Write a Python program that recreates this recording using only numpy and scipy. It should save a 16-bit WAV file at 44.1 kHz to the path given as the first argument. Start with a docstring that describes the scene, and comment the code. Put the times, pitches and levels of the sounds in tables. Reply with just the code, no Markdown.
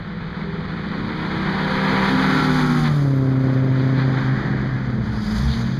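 """Saloon cars on a wet circuit

From the pit wall, a coupe and a hatchback come up the straight side by side, drop in pitch as they pass
and pull away in tyre roar, spray and a puff of air. Others drone round the far bend, and one rolls by in
the pit lane, tyres sizzling. Each engine is a stack of orders, multiples of its four-stroke cycle rate:
order 4 is the firing note, others come from unequal cylinders. Tyres, water and air are shaped noise."""
import sys
import numpy as np
from scipy import signal
from scipy.fft import rfft, irfft, next_fast_len
from scipy.io import wavfile
from scipy.ndimage import uniform_filter1d

SR = 44100
rng = np.random.default_rng(int(sys.argv[2]) if len(sys.argv) > 2 else 0)


def master(y):
    """Save y as 16-bit WAV."""
    cut = np.clip(np.atleast_2d(y).T, -1, 1)
    pcm = np.round(cut * 32767)  # scale
    wavfile.write(sys.argv[1], SR, pcm.astype(np.int16))


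N = 255339
TIME = np.arange(N) / SR

# Each pass: moment when nearest in seconds, miss distance over road speed in seconds, Mach number.
COUPE_PASS = (2.838, 0.286, 0.104)
HATCH_PASS = (3.037, 0.164, 0.085)
PIT_PASS = (5.425, 0.34, 0.02)
RACERS = (COUPE_PASS, HATCH_PASS)
# The colour of tread on wet tarmac. Each row: frequency in Hz, level in dB.
TYRE_COLOUR = [(300, -3), (620, -19.5), (800, -4), (1000, -2), (1400, -1), (2000, -2.5), (2600, -12.5),
               (3500, -13.5), (6000, -30.5)]
# The colour of hissing water. Each row: frequency in Hz, level in dB.
HISS_COLOUR = [(1500, -17.5), (2600, -1), (3400, 6), (4600, 4), (5300, -12.5), (6800, -21.5), (8500, -34.5),
               (15000, -46.5)]


def from_db(db):
    """Decibels to gain."""
    return 10 ** (np.asarray(db) / 20)


def unit_power(x):
    """Scale to an rms of one."""
    return x / np.sqrt(np.mean(x ** 2) + 1e-20)


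def curves(rows):
    """Breakpoints joined by straight lines: one curve for each column after the time."""
    seconds, *columns = np.transpose(rows)
    return [np.interp(TIME, seconds, column) for column in columns]


def drift(rate):
    """A smooth random wander of spread 1, changing about `rate` times a second."""
    hop = 100
    pole = np.exp(-2 * np.pi * rate * hop / SR)
    slow = signal.lfilter([1], [1, -2 * pole, pole * pole], rng.standard_normal(N // hop + 1002))[1000:]
    return np.interp(np.arange(N) / hop, np.arange(len(slow)), unit_power(slow))


def coloured_noise(spectrum):
    """Noise of unit power with the given colour, falling 24 dB an octave beyond its ends."""
    hz, db = np.transpose(spectrum)
    size = next_fast_len(N)
    octave = np.log2(np.maximum(np.arange(size // 2 + 1) * SR / size, 1))
    beyond = np.abs(octave - np.clip(octave, np.log2(hz[0]), np.log2(hz[-1])))
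    gain = from_db(np.interp(octave, np.log2(hz), db) - 24 * beyond)
    return unit_power(irfft(rfft(rng.standard_normal(size)) * gain, size)[:N])


def butterworth(x, order, hz, kind="low"):
    """Low-pass or high-pass filter."""
    return signal.sosfilt(signal.butter(order, hz, kind, fs=SR, output="sos"), x)


def singing_noise(rows, width_hz):
    """Noise in one resonance whose centre glides."""
    centre_hz, level_db = curves(rows)
    wobble = butterworth(rng.standard_normal((2, N)), 2, width_hz / 2)
    phase = 2 * np.pi * np.cumsum(centre_hz) / SR
    return from_db(level_db) * unit_power(wobble[0] * np.cos(phase) + wobble[1] * np.sin(phase))


def bearing(car):
    """Distance as a multiple of the miss distance, and the side turned to us: -1 nose, +1 tail."""
    nearest_s, passing_s, _ = car
    along = (TIME - nearest_s) / passing_s
    distance = np.hypot(1, along)
    return distance, along / distance


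def fly_by(*cars, db, falloff, behind_db):
    """Pass-by gain: `db` when nearest, falling as a power of distance, `behind_db` up aft, down ahead."""
    gains = [from_db(db + behind_db * tail) / distance ** falloff
             for distance, tail in map(bearing, cars)]
    return np.sqrt(sum(gain ** 2 for gain in gains))


def doppler(revs, car):
    """Engine speed as heard: raised while the car comes, lowered as it goes."""
    mach, tail = car[2], bearing(car)[1]
    return curves(revs)[0] / (1 + mach * tail)


def crank_angle(speed, unsteady):
    """Phase of the engine cycle; the flywheel smooths the speed, which still hunts a little."""
    speed = uniform_filter1d(speed, size=3000, mode="nearest")
    return 2 * np.pi * np.cumsum(speed * (1 + unsteady * drift(9))) / SR


def partial(phase, rough):
    """One engine order: a direct tone plus a wavering part scattered by ground, barriers and air."""
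    scattered = rough * (drift(14) * np.sin(phase) - drift(13.3) * np.cos(phase))
    return np.sqrt(2 / (1 + 2 * rough ** 2)) * (scattered - np.cos(phase))


def order_stack(angle, orders, rough, ground_fade_db=2.5):
    """A set of engine orders; the reflection off the track makes the high ones come and go."""
    stack = 0
    for order, db in orders:
        fading_db = ground_fade_db * min(order / 20, 1) * drift(0.99)
        stack += from_db(db + fading_db) * partial(order * angle + rng.uniform(0, 2 * np.pi), rough)
    return stack


def coupe():
    """A screaming four: intake howl, gear whine up close, then exhaust. Returns sound and crank angle."""
    # It pulls, then slows for the bend. Each row: time in seconds, engine cycles per second.
    revs = [(0, 54.63), (2.3, 59.16), (4.1, 58.18), (5.79, 50.18)]
    # How hard the exhaust sounds. Each row: time in seconds, level in dB.
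    effort = [(0, -0.5), (1.8, -3.5), (2.5, 7.5), (2.9, 7.5), (3.1, -25), (3.7, -3), (4.5, 0.5),
              (5.79, 10.5)]
    # The engine's four voices. Each row: order, level in dB.
    drone_orders = [(2, -13.5), (3, 3), (5, -11.5), (6, -10.5), (7, -12), (8, -10.5)]
    rasp_orders = [(9, -32), (10, -27.5), (11, -26.5), (12, -17.5), (15, -7.5), (26, -17.5), (27, -26.5)]
    whine_orders = [(13, 1), (14, -10), (18, -6.5), (20, -10), (21, 5.5), (22, -4.5), (23, -5)]
    exhaust_orders = [(2, -19.5), (3, -20.5), (4, 0.5), (5, -23.5), (6, -13)]
    angle = crank_angle(doppler(revs, COUPE_PASS), unsteady=0.00098)
    head_on = 0.5 + 0.5 * np.tanh((TIME - 1.09) / 0.22)  # out of the bend, its nose swings towards us
    intake = order_stack(angle, drone_orders, rough=0.26)
    intake += head_on * order_stack(angle, rasp_orders, rough=0.27)
    intake *= fly_by(COUPE_PASS, db=-8.5, falloff=1.853, behind_db=-4.5)
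    whine = order_stack(angle, whine_orders, rough=0.25)
    whine *= fly_by(COUPE_PASS, db=-12.5, falloff=3.42, behind_db=-7)
    exhaust = from_db(curves(effort)[0]) * order_stack(angle, exhaust_orders, rough=0.4)
    exhaust *= fly_by(COUPE_PASS, db=-1.8, falloff=2.11, behind_db=3.4)
    return intake + whine + exhaust, angle


def hatchback(scatter_per_distance=0.027):
    """A boomy exhaust, sharply pulsed once the tailpipe faces us. Returns sound and crank angle."""
    # It holds speed, brakes and picks up. Each row: time in seconds, engine cycles per second.
    revs = [(0, 37.6), (2.4, 35.24), (3.3, 35.24), (4.1, 35.8), (4.85, 35), (5.3, 29.3), (5.48, 29.8),
            (5.79, 37.2)]
    # How hard the exhaust sounds. Each row: time in seconds, level in dB.
    effort = [(0, 1.5), (.5, 3), (1, -6.5), (1.5, -4.5), (2.1, -9.5), (2.62, 4), (2.95, 3), (3.3, 0.5),
              (4.08, 1.5), (4.2, -6.5), (4.32, -0.5), (4.42, -9), (4.52, -2.5), (4.72, -4.5), (4.95, -0.5),
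              (5.3, -8), (5.7, 4.5)]
    # Tailpipe overtones, lined up in phase. Each row: order, level in dB.
    overtones = [(2, -26), (3, -14), (5, -32), (6, -19), (7, -12.5), (8, 0.5), (9, -14.5), (11, -19),
                 (12, -11.5), (13, -19), (14, -34), (15, -29.5), (16, -14.5), (17, -27), (18, -36.5),
                 (19, -25), (20, -21.5), (22, -36), (24, -33.5), (26, -38.5)]
    angle = crank_angle(doppler(revs, HATCH_PASS), unsteady=0.0014)
    distance, _ = bearing(HATCH_PASS)
    boom = partial(4 * angle, rough=scatter_per_distance * distance)
    boom *= fly_by(HATCH_PASS, db=15.97, falloff=1.922, behind_db=2.64)
    tailpipe = 0
    for order, db in overtones:
        tailpipe += from_db(db) * partial(order * angle, rough=0.1 if order % 4 == 0 else 0.4)
    tailpipe *= fly_by(HATCH_PASS, db=6.2, falloff=2.425, behind_db=11.15)
    return from_db(curves(effort)[0]) * (boom + tailpipe + treble_ticks(angle)), angle


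def treble_ticks(angle, uneven_db=6, lowest_hz=9000):
    """Faint, uneven high treble ticks in time with the loud low boom."""
    gate = np.cos(2 * angle) ** 60  # opens briefly once in each period of the boom
    fizz = butterworth(rng.standard_normal(N), 4, lowest_hz, "high")
    ticks = unit_power(gate * fizz * from_db(uneven_db * drift(60)))
    return ticks * fly_by(HATCH_PASS, db=-31, falloff=2.43, behind_db=3)


def clatter(angle, lowest_order, highest_order):
    """Valves and intake repeat a jumble every cycle: dense orders whose mix shifts as the car moves."""
    orders = np.arange(1025)
    band = 1 / (1 + (lowest_order / np.maximum(orders, 1)) ** 8) / (1 + (orders / highest_order) ** 6)
    position = angle / (2 * np.pi) % 1
    jumble = 0
    for _ in range(3):
        cycle = irfft(band * np.exp(2j * np.pi * rng.random(len(orders))))
        jumble += drift(1.31) * np.interp(position, np.linspace(0, 1, len(cycle)), cycle)
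    return jumble / np.sqrt(uniform_filter1d(jumble ** 2, size=4000) + 1e-20)


def road_roar(coupe_angle, hatch_angle, flutter_db=1.07, far_db=-58):
    """Tread roar and engine clatter swell with each pass over a faint, distant bed."""
    racers = fly_by(*RACERS, db=-3.07, falloff=1.915, behind_db=-1.5)
    pit = fly_by(PIT_PASS, db=-35.5, falloff=2.2, behind_db=2.1)
    swell = np.hypot(racers, np.hypot(pit, from_db(far_db)))
    engines = from_db(-8) * clatter(coupe_angle, lowest_order=13.6, highest_order=36.4)
    engines += from_db(-7) * clatter(hatch_angle, lowest_order=10, highest_order=71)
    flutter = from_db(flutter_db * drift(22))
    tread = from_db(-2) * coloured_noise(TYRE_COLOUR)
    return swell * flutter * (tread + engines)


def exhaust_rush(flutter_db=2.5, far_db=-38.5):
    """Turbulent gas from the hatchback's pipe rises out of the circuit's low background rush."""
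    # The dark colour of the gas. Each row: frequency in Hz, level in dB.
    rush_colour = [(60, -11.5), (110, 6.5), (170, 6.5), (240, -1.5), (320, 0), (450, -5.5), (620, -9.5),
                   (1200, -24.5)]
    swell = np.hypot(fly_by(HATCH_PASS, db=5.7, falloff=2.01, behind_db=1.7), from_db(far_db))
    return swell * from_db(flutter_db * drift(10)) * coloured_noise(rush_colour)


def spray(flutter_db=0.97, split_hz=5300, far_mist_db=-74.5):
    """Wet tyres hiss from far off; the finest mist stands out only close by."""
    # The airy top of the mist. Each row: frequency in Hz, level in dB.
    mist_colour = [(3000, -14), (4800, 18), (6500, 10.5), (8500, 4), (10000, 2.5), (11800, -2), (13000, -9),
                   (14300, -11), (15500, -8.5)]
    racer_hiss = fly_by(*RACERS, db=-13.5, falloff=2.12, behind_db=-4)
    racer_mist = fly_by(*RACERS, db=-12.5, falloff=3.12, behind_db=-3)
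    pit_hiss = fly_by(PIT_PASS, db=-40.5, falloff=2.9, behind_db=4)
    pit_mist = fly_by(PIT_PASS, db=-40, falloff=6.1, behind_db=-1)
    top_db = 1.5 + 13.5 * bearing(HATCH_PASS)[1]  # spray flies backwards, so it is brighter from behind
    body = butterworth(coloured_noise(HISS_COLOUR), 10, split_hz)
    top = butterworth(coloured_noise(HISS_COLOUR), 10, split_hz, "high")
    hiss = np.hypot(racer_hiss, pit_hiss) * (body + from_db(top_db) * top)
    mist = np.hypot(racer_mist, np.hypot(pit_mist, from_db(far_mist_db))) * coloured_noise(mist_colour)
    return (hiss + mist) * from_db(flutter_db * drift(25))


def buffeting(breeze_db=-39):
    """A low breeze swells in the wake of the two racers."""
    # The rumble of moving air. Each row: frequency in Hz, level in dB.
    air_colour = [(20, -7.5), (35, 1), (50, -1.5), (68, 4.5), (90, -11), (150, -10), (300, -17)]
    wake = fly_by(*RACERS, db=-5.5, falloff=2.8, behind_db=4.7)
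    return np.hypot(wake, from_db(breeze_db)) * coloured_noise(air_colour)


def muffled_engine(drive, orders):
    """Far off or behind the wall only an engine's low orders are left, wavering in the air."""
    speed, level_db = curves(drive)
    angle = crank_angle(speed, unsteady=0.0019)
    tones = 0
    for order, db in orders:
        tones += from_db(db) * partial(order * angle + rng.uniform(0, 2 * np.pi), rough=0.3)
    return from_db(level_db) * tones


def far_cars():
    """Three distant engines drone and rev, and one thin note carries for a moment."""
    # One leaves the far bend, one comes up the straight, one revs through a gear.
    # Each row: time in seconds, engine cycles per second, level in dB.
    chaser = [(0, 51.3, -39), (.6, 51, -37.5), (1.1, 56, -33.5), (1.5, 55.2, -39), (1.9, 62, -40),
              (2.4, 74, -19), (3, 58, -49)]
    next_car = [(4.2, 45, -53), (4.7, 53.5, -50.5), (4.951, 54.3, -28.5), (5.25, 53, -29), (5.399, 54, -25),
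                (5.602, 57.7, -28.5), (5.79, 53, -30)]
    revver = [(.5, 52, -49), (.75, 76, -48), (1, 72, -39), (1.25, 79.4, -33), (1.45, 82, -37),
              (1.799, 74, -44), (2.1, 82.5, -67)]
    # What carries of a distant engine. Each row: order, level in dB.
    far_orders = [(1, -11), (2, -6), (3, -8), (4, 2.5), (5, -27.5), (6, -16.5), (8, -18)]
    # The lone engine note. Each row: time in seconds, pitch in Hz, level in dB.
    far_note = [(.2, 388, -79), (.45, 395.6, -41), (.62, 407, -43), (.9, 398, -72)]
    engines = sum(muffled_engine(drive, far_orders) for drive in (chaser, next_car, revver))
    return engines + singing_noise(far_note, width_hz=4.2)


def tread_howl():
    """The tyres of the departing cars sing as they load up for the bend."""
    # The howl's glide. Each row: time in seconds, centre in Hz, level in dB.
    glide = [(2.5, 1200, -74), (2.95, 1200, -6), (3.3, 1200, -15), (3.7, 1580, -33.5), (4.2, 1650, -36.5),
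             (4.55, 1750, -34.5), (5, 1650, -47), (5.79, 1650, -45)]
    return singing_noise(glide, width_hz=420)


def puddles():
    """Tyres hit standing water: each puddle is a short slap with a hiss on top."""
    # Each row: peak time in seconds, level in dB, half length in seconds, slap against hiss in dB.
    splashes = [(2.866, -4, 0.028, 7), (3.797, -33, 0.023, -4), (4.003, -34, 0.048, 11),
                (4.19, -44, 0.099, 6), (5.519, -33.5, 0.047, -7)]
    slap, hiss = coloured_noise(TYRE_COLOUR), coloured_noise(HISS_COLOUR)
    water = 0
    for peak_s, db, half_s, slap_db in splashes:
        envelope = from_db(db) * np.exp(-((TIME - peak_s) / half_s) ** 2)
        water += envelope * (hiss + from_db(slap_db) * slap)
    return water


def pit_lane_car(flicker_db=2.8):
    """A slow car behind the wall lifts, then blips its throttle, its wet tyres sizzling."""
    # The throttle work. 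Each row: time in seconds, engine cycles per second, level in dB.
    drive = [(3.8, 19, -50), (4.3, 14.8, -45), (4.8, 15, -38.5), (5.15, 16.7, -32), (5.24, 11.3, -40),
             (5.46, 17, -15.5), (5.52, 17, -20.5), (5.6, 14, -43), (5.79, 32, -35)]
    # Its exhaust note. Each row: order, level in dB.
    exhaust_orders = [(4, -1), (8, 0), (12, -19.5), (16, -31)]
    # The tyre sizzle. Each row: time in seconds, centre in Hz, level in dB.
    sizzle_glide = [(5, 5037, -77), (5.17, 5010, -43.5), (5.4, 4890, -42), (5.5, 5940, -48),
                    (5.63, 6450, -51), (5.79, 6300, -61)]
    sizzle = singing_noise(sizzle_glide, width_hz=800)
    return muffled_engine(drive, exhaust_orders) + sizzle * from_db(flicker_db * drift(17))


def scene(pulse_depth=0.082):
    """All the cars, the wet track and the air, in mono."""
    howl, coupe_angle = coupe()
    boom, hatch_angle = hatchback()
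    cars = howl + boom + far_cars() + pit_lane_car()
    pulsing = 1 + pulse_depth * np.cos(4 * hatch_angle)  # a throb at the hatchback's firing rate
    roar = (road_roar(coupe_angle, hatch_angle) + exhaust_rush()) * pulsing
    return (cars + roar + tread_howl() + spray() + puddles() + buffeting())[None, :]


def record(dry, hold_db=-16.5, averaging_s=0.063, cutoff_hz=15300):
    """The microphone notches a few bands, a gain control ducks the loud passes, and the top is cut."""
    # Dips in the microphone's response. Each row: centre in Hz, width in Hz.
    mic_dips = [(2730, 570), (5500, 1130), (7900, 2600), (10950, 920)]
    for hz, width_hz in mic_dips:
        dry = signal.lfilter(*signal.iirnotch(hz, hz / width_hz, fs=SR), dry)
    window = int(averaging_s * SR)
    power = uniform_filter1d(uniform_filter1d(dry ** 2, size=window), size=window)
    ducked = dry / np.sqrt(np.hypot(1, power / from_db(hold_db) ** 2))
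    return signal.sosfilt(signal.ellip(12, 0.1, 90, cutoff_hz, fs=SR, output="sos"), ducked)


dry = scene()
out = record(dry)
master(out)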